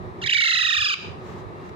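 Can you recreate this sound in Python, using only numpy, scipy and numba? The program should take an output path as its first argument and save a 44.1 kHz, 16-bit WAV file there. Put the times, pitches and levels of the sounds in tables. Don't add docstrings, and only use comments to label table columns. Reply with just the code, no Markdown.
import sys
import numpy as np
from scipy import signal
from scipy.fft import rfft, irfft
from scipy.io import wavfile
from scipy.ndimage import uniform_filter1d
from numba import njit

SR = 44100
rng = np.random.default_rng(int(sys.argv[2]) if len(sys.argv) > 2 else 0)


def log_audio(samples):
    frames = np.atleast_2d(samples).T
    limited = np.clip(frames, -1, 1)
    pcm = np.round(limited * 32767).astype(np.int16)
    wavfile.write(sys.argv[1], SR, pcm)


N = 77175
TIME_S, FREQ_HZ = np.arange(N) / SR, np.fft.rfftfreq(N, 1 / SR)
SIDES = np.array([[1], [-1]])

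# frequency_hz, relative_db
AIR_SPECTRUM = [(18, -76), (30, -39.5), (85, -5), (171, -3.5), (288, -12), (374, -6), (567, -13),
                (1270, -13), (1410, -25), (1870, -22), (2700, -33.5), (3070, -37), (3980, -34), (4310, -40),
                (15000, -63.5)]
# frequency_hz, correlation, left_minus_right_db
AIR_SPREAD = [(62, 0.56, -17.5), (134, 0.45, -5), (300, 1, 3.5), (600, 0.091, 1.5), (1340, -0.52, 0.5),
              (3100, 0.31, 2), (8000, 0.12, 5)]
# centre_s, half_length_s, level_db
BUMPS = [(.06, 0.076, -42.5), (.28, 0.05, -35), (.38, 0.04, -32.5), (.56, 0.03, -30), (.65, 0.042, -34),
         (.8, 0.036, -29), (1.09, 0.032, -41.5), (1.47, 0.027, -43)]
# time_s, rate_hz
WARBLE_RATE = [(.23, 23.54), (.29, 27.87), (.42, 27.8), (.6, 26.23), (.8, 25.76), (.92, 24.1)]
# time_s, pitch_hz
CREST_PITCH = [(.21, 1940), (.25, 2262), (.281, 2388), (.288, 3170), (.298, 2900), (.309, 2322),
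               (.317, 2391), (.323, 2932), (.332, 2900), (.348, 2334), (.395, 2273), (.5, 2087),
               (.77, 1840), (.89, 1655), (.94, 1561)]
# time_s, pitch_hz
TROUGH_PITCH = [(.228, 1362), (.27, 1603), (.305, 1580), (.41, 1380), (.49, 1303), (.75, 1218), (.91, 1190),
                (.945, 1076)]
# time_s, skew_rad
SWING_SKEW = [(.23, -0.098), (.31, -0.17), (.4, 0.076), (.6, .14), (.78, .2), (.9, 0.3024)]
# time_s, exponent
CREST_FLATNESS = [(.23, 0.86), (.28, 2.76), (.32, 2.9), (.36, 2.1), (.45, 1.6), (.55, 1), (.7, 1.08),
                  (.9, 0.97)]
# time_s, level_db
EFFORT = [(.215, -26.5), (.232, -25), (.243, -20), (.256, -25.5), (.264, -12), (.275, -9.5), (.286, -22),
          (.295, -3.5), (.311, -5.5), (.32, -9.5), (.328, 2.5), (.338, 2), (.42, 5), (.6, 3.5), (.76, 3.5),
          (.86, 1.3), (.94, -3.5)]
# time_s, drop_db
RISE_SAG = [(.3, -1.5), (.55, 1), (.72, 3.5), (.8, 6), (.92, 2)]
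# multiple, level_db, phase_roughness_rad
HARMONICS = [(1, 4.76, .02), (2, -0.5, 0.02), (3, -7.5, 0.18), (4, -14.5, 0.26), (5, -13.5, .8),
             (6, -18.5, 0.55)]
# frequency_hz, relative_db
RASP_SPECTRUM = [(600, -38), (1150, -34), (1600, -7), (2500, -4.5), (4500, 8.5), (7000, 10.5), (9000, 4),
                 (11000, 9.5), (15000, 5)]
# time_s, gain_db
BEAK_GAIN = [(.23, -33), (.6, -15), (.76, -22), (.86, 6), (.94, -5)]
# frequency_hz, left_db, right_db
THROAT_RESPONSE = [(840, -37, -38), (1100, -13, -17), (1224, -17, -18.5), (1588, -15, -17),
                   (1857, -49, -5.5), (2050, -8, -6.5), (2290, -12.5, -0.5), (2310, -5.5, -2),
                   (2780, -5, -1.5), (3194, -10, -7), (3910, -7.5, 1.5), (4260, -10, -8), (4910, -8, -6),
                   (5900, -21, -12.5), (6380, -8.5, -8.5), (7560, -26.5, -15.5), (8050, -21.5, -41.5),
                   (8630, -37, -16.5), (11200, -37, -39), (15500, -27, -27.5)]
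# centre_s, half_length_s, level_db
RUSTLES = [(1.3, 0.071, -48.5), (1.395, 0.023, -51.5), (1.66, .035, -53), (1.694, .006, -49.5)]
# frequency_hz, relative_db
RUSTLE_SPECTRUM = [(500, -16), (1000, 9.5), (2000, 2), (4000, -7), (7000, -11), (10000, -26), (15000, -25)]


def undb(db):
    return 10 ** (np.asarray(db) / 20)


def curve(table):
    return np.interp(TIME_S, *np.array(table, float).T)


def spectrum(table, column=1):
    rows = np.array(table, float)
    return np.interp(np.log(FREQ_HZ + 1), np.log(rows[:, 0]), rows[:, column])


def band(centre_hz, half_width_hz, order=4):
    return 1 / (1 + ((FREQ_HZ - centre_hz) / half_width_hz) ** order)


def unit(x):
    return x / np.sqrt(np.mean(x ** 2))


def noise(gains):
    return unit(irfft(rfft(rng.standard_normal(N)) * gains, N))


def wander(hz):
    return noise(band(0, hz))


def swells(table):
    return sum(undb(db) * np.exp(-((TIME_S - at) / half) ** 2) for at, half, db in table)


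def air(level_db=-37, flicker_db=0.86):
    colour = undb(spectrum(AIR_SPECTRUM))
    mid, side = (rfft(noise(colour) * undb(flicker_db * wander(12.2))) for _ in range(2))
    correlation = np.clip(spectrum(AIR_SPREAD), -1, 1)
    pair = mid * np.sqrt(1 + correlation) + SIDES * side * np.sqrt(1 - correlation)
    balance = undb(SIDES * spectrum(AIR_SPREAD, column=2) / 2)
    return undb(level_db) * unit(irfft(pair * balance, N))


def hum(level_db=-46):
    return undb(level_db) * noise(band(centre_hz=367.8, half_width_hz=15.4, order=2))


def handling_bumps(left_minus_right_db=-14):
    thud = np.array([noise(band(centre_hz=106, half_width_hz=52)) for _ in range(2)])
    return swells(BUMPS) * thud * undb(SIDES * left_minus_right_db / 2)


def warble_phase(first_dip_s=.2284):
    turns = np.cumsum(curve(WARBLE_RATE)) / SR
    return 2 * np.pi * (turns - turns[int(first_dip_s * SR)])


def warble_pitch(angle, squareness=1.05, jitter=.009, drift=0.00686):
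    skewed = angle + curve(SWING_SKEW) * (1 - np.cos(angle))
    swing = np.tanh(squareness * np.cos(skewed)) / np.tanh(squareness)
    depth = np.abs((1 + swing) / 2) ** curve(CREST_FLATNESS)
    hz = curve(CREST_PITCH) + (curve(TROUGH_PITCH) - curve(CREST_PITCH)) * depth
    return hz * (1 + jitter * wander(865) + drift * wander(60))


def syrinx(start_s=.214, end_s=.948, attack_s=.004, release_s=.0053, shimmer_db=0.28, rasp_db=-12):
    angle = warble_phase()
    hz = warble_pitch(angle)
    phase = 2 * np.pi * np.cumsum(hz) / SR
    gate = np.clip((TIME_S - start_s) / attack_s, 0, 1) * np.clip((end_s - TIME_S) / release_s, 0, 1)
    sag_db = curve(RISE_SAG) * np.maximum(np.sin(angle), 0) ** 2
    envelope = gate * undb(curve(EFFORT) - sag_db + shimmer_db * wander(865))
    fade_db = 0.16 * np.maximum(hz - 2066, 0)
    tone = sum(undb(db - fade_db * (k > 1)) * np.sin(k * phase + roughness * wander(1300))
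               for k, db, roughness in HARMONICS)
    crackle = undb(rasp_db + 3 * wander(300))
    rasp = crackle * noise(undb(spectrum(RASP_SPECTRUM)))
    return envelope * (tone + rasp)


def vocal_tract(voice, left_lag_s=0.00027):
    shrill = irfft(rfft(voice) * band(centre_hz=5000, half_width_hz=400), N)
    source = rfft(voice + undb(curve(BEAK_GAIN)) * shrill)
    delay = np.exp(-2j * np.pi * FREQ_HZ * left_lag_s)
    left = undb(spectrum(THROAT_RESPONSE, column=1)) * delay
    right = undb(spectrum(THROAT_RESPONSE, column=2))
    return irfft(source * np.array([left, right]), N)


def room(bird, early_db=-14.5, early_s=0.015, tail_db=-15.5, t60_s=0.43, treble_t60_s=0.39, gap_s=0.0047):
    hiss = rng.standard_normal((2, N))
    low = signal.sosfilt(signal.butter(2, 4000, fs=SR, output="sos"), hiss)
    tail = low * undb(-60 * TIME_S / t60_s) + (hiss - low) * undb(-60 * TIME_S / treble_t60_s)
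    tail *= TIME_S > gap_s
    early = rng.standard_normal((2, N)) * TIME_S * np.exp(-2 * TIME_S / early_s)
    response = (undb(tail_db) * unit(tail) + undb(early_db) * unit(early)) / np.sqrt(N)
    return signal.fftconvolve(bird[1:], response, axes=1)[:, :N]


def feather_rustles():
    friction = np.array([noise(undb(spectrum(RUSTLE_SPECTRUM))) for _ in range(2)])
    return swells(RUSTLES) * friction


def whistle(centre_s=1.6, half_length_s=0.073, level_db=-61, pitch_hz=2740):
    hz = pitch_hz * (1 + 0.0098 * wander(117))
    return swells([(centre_s, half_length_s, level_db)]) * np.sin(2 * np.pi * np.cumsum(hz) / SR)


def scene():
    bird = vocal_tract(syrinx())
    return bird + room(bird) + handling_bumps() + feather_rustles() + whistle() + air() + hum()


@njit
def follow(x, attack_s, release_s):
    out, level = np.empty(len(x)), 0.
    for i in range(len(x)):
        level += (x[i] - level) / (SR * (attack_s if x[i] > level else release_s))
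        out[i] = level
    return out


def record(dry, threshold_db=-26, ratio=2.846, smooth_s=0.031, low_cut_hz=59, high_cut_hz=15700):
    level = follow(np.sqrt(np.mean(dry ** 2, axis=0)), attack_s=0.0024, release_s=0.041)
    gain = np.maximum(level / undb(threshold_db), 1) ** (1 / ratio - 1)
    gain = uniform_filter1d(gain, int(smooth_s * SR) + 1)
    out = signal.sosfilt(signal.butter(2, low_cut_hz, "high", fs=SR, output="sos"), dry * gain)
    return signal.sosfilt(signal.ellip(8, .2, 70, high_cut_hz, fs=SR, output="sos"), out)


dry = scene()
out = record(dry)
log_audio(out)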